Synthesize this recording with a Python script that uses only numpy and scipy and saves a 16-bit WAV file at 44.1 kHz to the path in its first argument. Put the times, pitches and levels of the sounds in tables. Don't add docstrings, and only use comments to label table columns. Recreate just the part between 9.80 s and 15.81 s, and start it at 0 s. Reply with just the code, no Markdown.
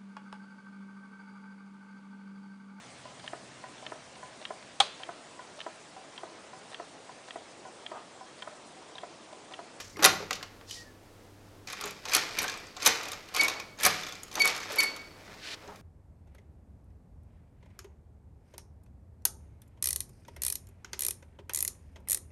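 import sys
import numpy as np
from scipy import signal
from scipy.fft import rfft, irfft
from scipy.io import wavfile

SR = 44100
rng = np.random.default_rng(int(sys.argv[2]) if len(sys.argv) > 2 else 0)


def to_linear_factor(level_db):
    exponent = np.asarray(level_db, float) / 20
    return 10 ** exponent


def output_pcm(signal):
    pcm = np.clip(np.atleast_2d(signal).T, -1, 1) * 32767
    wavfile.write(sys.argv[1], SR, np.round(pcm).astype(np.int16))


N = 265173
EDGE_VIEW_S = 1.87

# t/s, steel level/dB, door wood level/dB, thin parts level/dB, chatter/ms
KNOCKS = [(0.002, -37.5, -46.5, -43.5, 14.6), (0.165, -50.5, -62, -61.5, 3.7),
          (0.1696, -45.5, -37.5, -43, 2.7), (0.189, -59.5, -64.5, -36, 1.3),
          (0.193, -51.5, -37.5, -61.5, 4.7), (0.2251, -24, -35.5, -26, 8.7),
          (0.233, -20, -24.5, -22.5, 3.6), (0.242, -11, -51, -12.5, 7.2), (0.249, -6, -18, -5, 3.6),
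          (0.2583, -13, -24.5, -2.5, 2.3), (0.262, -31, -14.5, -24.5, 3), (0.403, -42, -52, -59.5, 2.5),
          (0.5082, -21, -23, -29, 2.7), (0.5297, -26.5, -67, -35, 5.2), (0.5537, -38, -56, -46, 11),
          (0.6283, -34.5, -36.5, -41, 5.1), (0.8119, -58, -47.5, -64.5, 2.8), (0.898, -38, -64, -44, 2),
          (0.91, -31, -54, -35, 3.1)]
# t/s, steel level/dB, door wood level/dB, thin parts level/dB, chatter/ms
STOPS = [(2.3342, -20.5, -31.5, -22.5, 6.4), (2.3489, -12, -20, -10.5, 3.5), (2.353, -20.5, -29, -23, 0.48),
         (2.366, -43, -20, -10.5, 2.4), (2.5874, -20.5, -59, -25, 4.2), (2.63, -31, -28, -17.5, 1.5),
         (2.6418, -45, -26, -27, 2.66), (3.0499, -27, -43, -29.5, 20), (3.0606, -14, -22.5, -12, 7.1),
         (3.067, -12, -14.5, -15.5, 2.56), (3.0742, -17, -17, -9.5, 3.6), (3.611, -20.5, -36, -27, 5.6),
         (3.6348, -25, -38, -9, 1.1), (3.682, -23, -28, -24, 4.1), (4.033, -23.5, -35, -19, 8),
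         (4.0504, -16.5, -19.5, -13, 5.2), (4.063, -22, -19.5, -9.5, 5.7), (4.15, -53, -41.5, -40, 0.82),
         (4.6196, -15, -44, -26, 1.4), (4.6556, -40, -20, -12, 1.7), (4.6665, -25, -48, -34.5, 1.7),
         (4.675, -22, -27.5, -20.5, 5.2), (5.004, -19.5, -52, -20, 3.5), (5.029, -40, -24.5, -27, 4.2)]
# t/s, steel level/dB, thin parts level/dB
TAKE_UP = [(2.254, -28.5, -39.5), (2.285, -31.5, -39), (2.295, -32, -37.5), (2.314, -50, -36.5),
           (2.9669, -33.5, -44), (3.0017, -37, -50), (3.0221, -29, -35.5), (3.0287, -36, -31.5),
           (3.0397, -58, -35.5), (3.4873, -43.5, -49), (3.54, -33.5, -36.5), (3.5476, -25.5, -26.5),
           (3.564, -24, -23), (3.5661, -30.5, -35), (3.9886, -40, -42), (4.0002, -32, -38),
           (4.009, -38, -28.5), (4.0232, -43, -30), (4.514, -38.5, -45.5), (4.5277, -38, -42),
           (4.54, -43, -35.5), (4.5542, -28.5, -28.5), (4.5695, -34.5, -40), (4.5842, -35, -45),
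           (4.5965, -26.5, -26), (4.92, -32.5, -36.5), (4.9284, -48, -33.5), (4.9594, -56, -27),
           (4.9859, -44, -22)]
# t/s, steel level/dB, thin parts level/dB
SETTLE = [(2.489, -42, -57), (2.5087, -37, -57), (2.619, -38.5, -26.5), (2.6802, -27, -38.5),
          (2.697, -29.5, -36), (2.7164, -38, -45), (2.7398, -35, -50), (2.774, -41, -44), (2.8, -53, -49),
          (2.868, -46, -61), (3.1718, -35, -43), (3.232, -32.5, -37), (3.255, -34.5, -42),
          (3.284, -31.5, -37), (3.3178, -31, -29.5), (3.3315, -30.5, -53.5), (3.622, -32, -34.5),
          (3.6463, -29, -27), (3.698, -30, -35.5), (3.714, -45, -50), (3.739, -42, -57),
          (3.799, -32.5, -39), (4.6473, -24.5, -27), (4.749, -32.5, -42), (4.763, -34.5, -33.5),
          (4.777, -34, -36.5), (4.802, -35, -42.5), (4.8305, -38, -51), (5.0347, -44, -19.5),
          (5.1631, -38.5, -36)]
# t/s, steel level/dB, thin parts level/dB
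JIGGLE = [(1.873, -33.5, -42), (1.901, -35.5, -40), (1.926, -38.5, -32), (1.931, -32, -40.5),
          (2.011, -29.5, -28), (2.0384, -31, -42), (2.0561, -54, -28.5), (2.076, -40, -41),
          (2.1075, -36, -35), (4.188, -51.5, -48), (4.211, -36, -42), (4.233, -35, -44.5),
          (4.266, -32.5, -44), (4.287, -34, -42), (4.3234, -33, -38.5), (4.3536, -37.5, -46),
          (4.433, -44, -31), (4.481, -45, -48), (5.876, -44.5, -74), (5.959, -47.5, -48.5)]
# chatter/ms, door wood level beside steel/dB
TICK_KINDS = [(4, -3), (4, -3.5), (3.45, -4.5)]
# f/Hz, width/Hz, level/dB
LOCK = [(1134, 900, -2.5), (2457, 90, -1.5), (3635, 130, -12), (4180, 140, -16.5), (6037, 250, 0.5),
        (6460, 100, -3.5), (9500, 360, -22), (11520, 2200, -9)]
# f/Hz, width/Hz, level/dB
FRONT_MODES = [(1958, 80, -0.5), (5790, 70, 7.5)]
# f/Hz, width/Hz, level/dB
EDGE_MODES = [(2350, 17, 3), (11800, 270, -23), (5700, 42, 2.5)]
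# t of most force/s, grind level/dB, rub on the door level/dB, swell/s, fade/s
STROKES = [(0.001, -48, -51.5, .011, 0.18), (0.26, -57.5, -15.5, 0.039, 0.068),
           (.2, -49.5, -38, 0.015, 0.25), (.418, -50.5, -46.5, 0.2, 0.54), (1.886, -44, -60, 0.015, 0.6),
           (2.078, -48, -42, 0.17, 0.13), (2.36, -30.5, -33.5, 0.11, 0.28),
           (2.602, -37.5, -36.5, 0.098, 0.44), (3.078, -31.5, -33, 0.091, 0.41),
           (3.66, -43, -32.5, 0.17, 0.26), (4.051, -29.5, -31.5, 0.064, 0.39),
           (4.58, -55, -37, 0.059, 0.33), (4.696, -35.5, -40.5, 0.17, 0.36),
           (4.91, -56.5, -48, 0.024, 0.11), (5.026, -38, -34.5, 0.2, 0.25), (5.54, -66.5, -76, 0.34, 0.084),
           (5.739, -55, -48.5, 0.79, 0.065), (5.89, -77, -52, 0.02, 0.14), (5.93, -72, -65.5, 0.052, 0.12),
           (5.85, -60.5, -51.5, 0.29, 0.48), (3.574, -35, -44.5, 0.041, 0.3)]
# f/Hz, density level/dB per Hz
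GRIND = [(710, -36.5), (1200, 0.5), (2300, 6.5), (2730, 1), (3550, 0.5), (5240, 0.5), (10500, -19),
         (11900, -12), (16000, -38)]
# start t/s, end t/s,
# level/dB, overtone level/dB, after-ring level/dB
SQUEAKS = [
    (3.578, 3.596, -35, 4, -50),
    (3.591, 3.62, -18, -9, -41),
    (3.62, 3.669, -28, -18, -22),
    (4.599, 4.631, -18.5, -2, -33),
    (4.631, 4.675, -24.5, -24, -32),
    (4.981, 5.011, -19.5, -1.5, -49.5),
    (5.01, 5.064, -29.5, -6, -19),
    (0.94, 1.038, -52, -32, -32),
    (1.04, 1.112, -55, -25.5, -9),
]
# multiple of the pitch, level/dB
OVERTONES = [(1, 0.6), (2, -3), (3, -20.5), (4, -22), (5, -11), (6, -18)]
# t of most force/s, length/s, level/dB, second partial level/dB
CATCHES = [(3.698, 0.018, -44, -48), (3.728, 0.016, -43.5, -56), (3.753, 0.0153, -51, -60),
           (3.772, 0.024, -41.5, -54), (3.819, 0.0192, -47.5, -62), (3.845, .008, -52, -64),
           (3.64, .025, -60, -47), (3.885, 0.037, -57, -69), (3.93, .04, -60, -69),
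           (4.685, 0.019, -46, -40), (4.81, 0.032, -44, -58), (5.065, 0.0267, -35, -41),
           (5.089, 0.017, -47, -42), (5.119, 0.012, -48, -43.5), (5.141, 0.021, -45, -53.5),
           (5.165, 0.02, -48, -57), (5.197, 0.019, -44, -55), (5.216, .02, -49, -64),
           (5.247, 0.024, -54, -56), (5.276, 0.016, -60, -60), (5.31, 0.021, -63, -66),
           (5.35, 0.036, -65, -69)]
# t/s, f/Hz, level/dB, rise/ms, t60/s
RINGS = [(0.19, 314, -31, 3.7, 0.13), (0.17, 398, -33, 1.6, 0.043), (0.21, 1950, -38, 1, .03),
         (.402, 510, -25, 1.8, 0.028), (2.5, 2440, -40, 14.4, .1), (2.338, 2260, -17, 4.9, 0.074),
         (2.579, 2400, -24, 8.1, 0.084), (2.641, 1545, -23.5, 2.2, 0.042), (2.686, 1650, -23, 2.5, 0.039),
         (3.68, 2700, -33, 1.8, 0.051), (3.68, 3820, -27, 1.9, 0.063), (4.036, 2290, -16.5, 7.7, 0.116),
         (3.029, 6320, -25, 1, 0.025), (3.32, 12400, -47, 2, 0.13), (.198, 12400, -47.5, 3.3, .12),
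         (.909, 3000, -32, 0.91, 0.034), (.508, 1940, -33, 1.1, 0.077), (4.19, 11800, -51, 2.1, .03),
         (4.211, 11800, -47, 2, .03), (4.233, 11800, -44, 1.8, .03), (4.268, 11800, -43, 2, .03),
         (4.289, 11800, -45, 2, .03), (4.324, 11800, -45, 2, .03), (4.232, 3550, -32, 2, 0.059),
         (4.289, 3430, -36, 2, 0.057), (4.006, 1700, -31, 4, .08), (4.095, 1200, -25, 3, 0.065),
         (4.9, 596, -33.5, 5.8, 0.11), (4.925, 440, -35.5, 6.3, 0.092), (5.012, 1800, -26, 3, .05),
         (0.16, 2100, -38, 0.9, .03), (.169, 5700, -41.5, 1, .04), (5.843, 560, -42, 2.5, .05),
         (5.878, 1520, -55.5, 2, 0.045), (5.88, 760, -38, 3.6, 0.044), (.627, 650, -37, 1.1, 0.024),
         (0.61, 1640, -39, 1, 0.031), (.811, 560, -50, 1, 0.028), (.811, 903, -48, 1, .03)]
# t/s, f/Hz, level/dB
PINGS = [(2.01, 10990, -43), (2.04, 6800, -27), (2.074, 6940, -33), (2.0734, 2440, -35), (2.108, 2480, -36),
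         (2.108, 7500, -44), (2.334, 5200, -24.5), (2.366, 6460, -27.5), (2.588, 3600, -26.5),
         (2.59, 6450, -33), (2.618, 8200, -40), (2.638, 6250, -32), (2.68, 6100, -35), (2.721, 6600, -50),
         (2.739, 6660, -51), (2.758, 8100, -53), (2.774, 8000, -39), (2.775, 5890, -45),
         (2.786, 6700, -45.5), (2.786, 5200, -46), (2.799, 6400, -50), (2.869, 6330, -45),
         (2.868, 8100, -48), (2.966, 7600, -39), (.03, 5500, -48.5), (.144, 2100, -52), (.897, 3100, -43),
         (4.433, 6700, -32), (4.432, 10600, -41), (4.554, 5970, -25), (4.571, 6000, -36),
         (4.677, 3770, -25), (4.528, 5950, -39), (3.976, 6500, -44), (3.61, 3200, -30)]
# start t/s, end t/s, f/Hz, width/Hz
WHIRRS = [(-.12, .18, 5600, 2200), (2.82, 2.97, 4700, 500), (2.7, 2.84, 3400, 350), (2.69, 2.84, 2330, 250),
          (2.59, 2.67, 2400, 200), (2.03, 2.13, 3500, 300), (2.06, 2.14, 2400, 250), (.9, .98, 5000, 300),
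          (5.865, 5.97, 680, 500)]
WHIRR_DB = [-51, -60, -62, -54.0, -44, -57, -52, -54, -49.5]
# t/s, level/dB
SLIDES = [
    [(.85, -76.5), (.89, -49.5), (.93, -43.5), (1.0, -51), (1.06, -63.5), (1.12, -71)],
    [(5.56, -71), (5.62, -52.5), (5.65, -44), (5.7, -41.5), (5.748, -41), (5.754, -64)],
]
# f/Hz, density level/dB per Hz
SKIN = [
    [(880, -55), (1500, -28.5), (1900, -10.5), (2140, -18), (5020, -3.5), (16000, -29.5)],
    [(470, -46), (800, -9.5), (1050, -29), (1500, 1.5), (4240, 4), (16000, -28)],
]
# t/s, deep modes level/dB, leaf modes level/dB, panel modes level/dB
THUDS = [(0.15, -75.5, -52, -69), (0.256, -65, -41, -48), (0.292, -44.5, -66, -54), (0.404, -81, -69, -50),
         (2.044, -63.5, -52.5, -46.5), (2.355, -51, -52, -45), (2.6, -45, -56, -74), (3.07, -50, -73, -62),
         (4.048, -41, -45, -64), (4.632, -77, -52.5, -47.5), (5.269, -48, -66, -71), (5.469, -53, -57, -71),
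         (5.873, -48, -59, -53.5)]
# f/Hz, level/dB, t60/s
LEAF = [(71.4, -5.5, 0.35), (95.67, -1, 0.31), (158.3, -2, 0.96), (197.4, 0, 0.75), (306.7, -1, 0.2),
        (411.3, 9.5, 0.236)]
# f/Hz, t60/s
ROOM = [(150, 0.12), (400, 0.41), (1000, 0.41), (2800, 0.355), (6000, 0.37), (9000, 0.25), (14000, 0.35)]
# f/Hz, level/dB
WALLS = [(200, -0.5), (1000, -5.5), (5000, -5.5), (7500, -8.5), (12000, -15.5)]
# f/Hz, density level/dB per Hz
AIR = [(12, -24.5), (22, 1.5), (40, -5.5), (75, -5.5), (430, -6.5), (2600, -22), (5800, -25.5),
       (15500, -35)]
# f/Hz, rms level facing the door/dB, rms level at the edge/dB
HUM = [(99, -61, -65), (298, -70, -73)]


def knocks(wood_db, steel_db, thin_db, modes_db):
    s, mid_db, low_db, high_db, chatter_ms = contacts()
    facing = s < EDGE_VIEW_S
    lag = np.arange(1024)
    luck = rng.standard_normal((len(s), len(lag) + len(LOCK)))
    uneven_db = 2.2 * luck[:, len(lag):]
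    firm_db = 0.18 * (mid_db + 14.0)
    fall = np.exp(-lag / SR / (np.clip(chatter_ms, .3, 12)[:, None] / 1000))
    chatter = luck[:, :len(lag)] * fall * (1 - np.exp(-lag / 18.2))
    chatter[:, 26:28] += to_linear_factor(-1.5) * np.sign(luck[:, :1]) * [1, -.6]
    at = np.minimum(((s[:, None] - .0006) * SR).astype(int) + lag, N - 1)

    def train(db):
        return np.bincount(at.ravel(), (chatter * to_linear_factor(db)[:, None]).ravel(), N)

    wood, steel, thin = low_db + wood_db, mid_db + steel_db, high_db + thin_db
    late = lag[:900] / SR
    spread = rng.standard_normal(900) * np.exp(-late / 0.01) * (1 - np.exp(-late / 0.0032))
    leaf = signal.fftconvolve(train(wood), spread / np.sqrt(np.sum(spread ** 2)))[:N]
    out = band(band(leaf, 420, 1900), 190, 3800)
    out += band(band(train(steel), 1560, 6280), 1700, 7300)
    out += band(train(thin), 7000, 13700)
    out += band(train(np.where(facing, wood - 1.5, -150)), 990, 2900)
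    for k, (hz, width_hz, db) in enumerate(LOCK):
        part = wood if hz < 1500 else steel if hz < 7000 else thin
        hidden_db = -9 * facing * (k in (1, 4, 5))
        struck = train(part + db + modes_db + firm_db + hidden_db + uneven_db[:, k])
        out += resonate(resonate(struck, hz, width_hz), hz, 4 * width_hz)
    soft_db = 0.28 * facing * np.minimum(mid_db + 16.0, 0)
    for heard, modes in ((facing, FRONT_MODES), (~facing, EDGE_MODES)):
        for k, (hz, width_hz, db) in enumerate(modes):
            part = steel if hz < 7000 else thin
            level = part + db + modes_db + firm_db + soft_db + uneven_db[:, -k - 1]
            out += resonate(train(np.where(heard, level, -150)), hz, width_hz)
    return out


def contacts():
    ticks = []
    for rows, (ms, wood_db) in zip((TAKE_UP, SETTLE, JIGGLE), TICK_KINDS):
        ticks += [(s, db, db + wood_db, thin_db, ms) for s, db, thin_db in rows]
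    return np.transpose(KNOCKS + STOPS + ticks)


def turning(per_s, uneven_db, modes_db):
    grind_gain, rub_gain = strokes()
    grains = grit(per_s, uneven_db)
    rung = sum(to_linear_factor(db + modes_db) * resonate(grains, hz, width_hz) for hz, width_hz, db in LOCK if hz > 1500)
    grind = colour(grains + rung, GRIND) * to_linear_factor(0.82 * drift(40))
    spindle = rms_one(resonate(resonate(grains, 2370, 130), 2380, 260))
    grind = grind + to_linear_factor(-23.0) * spindle
    rub = rms_one(band(grit(per_s=1500, uneven_db=3.0), 282, 1580)) * to_linear_factor(2.52 * drift(15.4))
    return grind_gain * to_linear_factor(3.0) * grind + rub_gain * to_linear_factor(-1.5) * rub


def strokes():
    t, gain = np.arange(N) / SR, 0
    for s, grind_db, rub_db, swell, fade in STROKES:
        at = s + np.array([-2 * swell, -swell, 0, 0.1 * fade, fade, 2 * fade])
        shape_db = np.interp(t, at, [-90, -25, 0, -8, -29.5, -90])
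        gain = gain + to_linear_factor(shape_db) * to_linear_factor(np.array([[grind_db], [rub_db]]))
    return gain


def grit(per_s, uneven_db):
    hits = rng.random(N) < per_s / SR
    return hits * to_linear_factor(uneven_db * np.minimum(rng.exponential(1, N), 5)) * rng.choice([-1, 1], N)


def squeaks(spindle_hz):
    out, wobble = np.zeros(N), drift(60)
    beats = to_linear_factor(3.5 * np.array([drift(18), drift(18)]))
    rough = to_linear_factor(6.5 * drift(250) - 5.5)
    t = np.arange(SR // 2) / SR
    first_faint_s = SQUEAKS[-2][0]
    for n, (start, end, db, over_db, after_db) in enumerate(SQUEAKS):
        length, i = end - start, int(start * SR)
        span = slice(i, i + len(t))
        fresh = abs(start - SQUEAKS[n - 1][1]) > .0065
        facing = start < EDGE_VIEW_S
        hz = 1915 - 1460 * (start - first_faint_s) if facing else spindle_hz
        rise_s = length * (0.25 if facing else 0.18)
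        bend = 1 - .35 * t * facing + fresh * 0.026 * np.exp(-t / 0.006)
        bend = bend - .2 * (np.minimum(t, length) - length / 2) * (not facing)
        release = np.clip((length - t) / .011, 0, 1)
        slip = (1 - np.exp(-(t / rise_s) ** 2)) * release
        slip = slip * to_linear_factor(1.5 * facing * wobble[span] - 2.5 * facing)
        after = to_linear_factor(after_db - 60 * t / 0.18) * np.clip((t - length) / 0.0037, 0, 1)
        unsteady = 1 + 0.0061 * wobble[span] * np.maximum(slip, .6)
        phase = 2 * np.pi * np.cumsum(hz * bend * unsteady) / SR
        for order, (_, level) in enumerate(OVERTONES):
            if order < 2:
                shape = slip + after * to_linear_factor(3 * order) * beats[order, span]
            else:
                shape = slip * rough[span]
            gain = to_linear_factor(db + 1.5 + level + over_db * (order > 0))
            out[span] += gain * shape * np.sin((order + 1) * phase)
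    return out + catches(spindle_hz, wobble, beats[1])


def catches(spindle_hz, wobble, flutter):
    t, out = np.arange(N) / SR, 0
    phase = 2 * np.pi * np.cumsum(spindle_hz * (1 + .002 + 0.00409 * wobble)) / SR
    for s, length, db, second_db in CATCHES:
        swell = np.sqrt(2) * np.exp(-((t - s) / (length * np.where(t < s, .3, .7))) ** 2)
        octave = to_linear_factor(second_db) * np.sqrt(flutter) * np.sin(2 * phase)
        out = out + swell * (to_linear_factor(db) * np.sin(phase) + octave)
    return out


def rings(ping_rise_ms, ping_t60_s):
    out, t = np.zeros(N), np.arange(SR // 4) / SR
    pings = [(s, hz, db, ping_rise_ms, ping_t60_s) for s, hz, db in PINGS]
    for s, hz, db, rise_ms, t60 in RINGS + pings:
        rise = 1 - np.exp(-(t * 1000 / rise_ms) ** 2)
        add_at(out, s, to_linear_factor(db - 60 * t / t60) * rise * np.sin(2 * np.pi * hz * t))
    return out


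def whirrs():
    t, out = np.arange(N) / SR, 0
    noise = rng.standard_normal(N) * to_linear_factor(3.0 * drift(45))
    for (start, end, hz, width_hz), db in zip(WHIRRS, WHIRR_DB):
        swell = np.sin(np.pi * np.clip((t - start) / (end - start), 0, 1))
        hoarse = resonate(resonate(noise, hz, width_hz), hz, 2 * width_hz)
        out = out + to_linear_factor(db) * swell * rms_one(hoarse)
    return out


def fingers():
    t, out = np.arange(N) / SR, 0
    grains = grit(per_s=5900, uneven_db=-1.0) * to_linear_factor(0.49 * drift(47.6))
    for rows, skin in zip(SLIDES, SKIN):
        s, db = np.transpose(rows)
        out = out + to_linear_factor(np.interp(t, s, db, left=-120, right=-120)) * colour(grains, skin)
    return out


def thuds(push_ms):
    out, t = np.zeros(N), np.arange(SR // 2) / SR
    push = 1 - np.exp(-t * 1000 / push_ms)
    for s, deep_db, leaf_db, panel_db in THUDS:
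        for hz, level, t60 in LEAF:
            push_db = deep_db if hz < 120 else leaf_db if hz < 240 else panel_db
            db = push_db + level + 0.94 * rng.standard_normal()
            add_at(out, s, to_linear_factor(db - 60 * t / t60) * np.sin(2 * np.pi * hz * t) * push)
    return out


def room(x):
    t, edges = np.arange(SR) / SR, 60 * 2 ** np.arange(0, 8.6, .5)
    white, echoes = rng.standard_normal((2, SR)), 0
    for k, (lo, hi) in enumerate(zip(edges, edges[1:])):
        hz = np.sqrt(lo * hi)
        decay_db = at_hz(WALLS, hz) - 60 * t / at_hz(ROOM, hz)
        echoes = echoes + band(white[k % 2], lo, hi) * to_linear_factor(decay_db)
    build_up = 1 - np.exp(-(t / 0.0015) ** 2)
    return signal.fftconvolve(x, to_linear_factor(-31.5) * echoes * build_up)[:N]


def background():
    t, hum = np.arange(N) / SR, 0
    air = to_linear_factor(-55) * to_linear_factor(.6 * drift(6)) * colour(rng.standard_normal(N), AIR)
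    waver, sway = to_linear_factor(1.5 * drift(8)), .6 * drift(3)
    for hz, before_db, after_db in HUM:
        level = to_linear_factor(np.where(t < EDGE_VIEW_S, before_db, after_db))
        hum = hum + level * np.sqrt(2) * np.sin(2 * np.pi * hz * t + sway)
    return air + waver * hum


def add_at(out, s, sound):
    i = int(s * SR)
    out[i:i + len(sound)] += sound[:N - i]


def rms_one(x):
    return x / np.sqrt(np.mean(x ** 2) + 1e-20)


def at_hz(points, hz):
    table_hz, values = np.transpose(points)
    return np.interp(np.log(hz), np.log(table_hz), values)


def band(x, low_hz, high_hz):
    edges = [low_hz, min(high_hz, .45 * SR)]
    return signal.sosfilt(signal.butter(2, edges, "band", fs=SR, output="sos"), x)


def colour(x, spectrum):
    hz = np.maximum(np.fft.rfftfreq(N, 1 / SR), 1)
    return rms_one(irfft(rfft(x) * to_linear_factor(at_hz(spectrum, hz)), N))


def drift(rate_hz):
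    r = np.exp(-2 * np.pi * rate_hz / SR)
    return rms_one(signal.lfilter([1], [1, -2 * r, r * r], rng.standard_normal(N + SR))[SR:])


def resonate(x, hz, width_hz):
    r = np.exp(-np.pi * width_hz / SR)
    poles = [1, -2 * r * np.cos(2 * np.pi * hz / SR), r * r]
    return signal.lfilter((1 - r * r) / 2 * np.array([1, 0, -1]), poles, x + 1e-18)


def scene():
    lock = knocks(wood_db=11.0, steel_db=6.5, thin_db=-1.0, modes_db=7.5)
    lock = lock + turning(per_s=1500, uneven_db=0.5, modes_db=-27.0)
    lock = lock + rings(ping_rise_ms=.6, ping_t60_s=.018)
    squeak = squeaks(spindle_hz=2235)
    near = lock + squeak + room(lock + to_linear_factor(-2.5) * squeak) + fingers()
    dull = signal.sosfilt(signal.butter(3, 12300, fs=SR, output="sos"), near)
    return (dull + thuds(push_ms=1.9) + background() + whirrs())[None]


def low_pass(x):
    return signal.sosfilt(signal.butter(12, 15850, fs=SR, output="sos"), x)


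def record(dry):
    rounded = .9 * np.tanh(dry / .9)
    return low_pass(rounded)


dry = scene()
out = record(dry)
output_pcm(out)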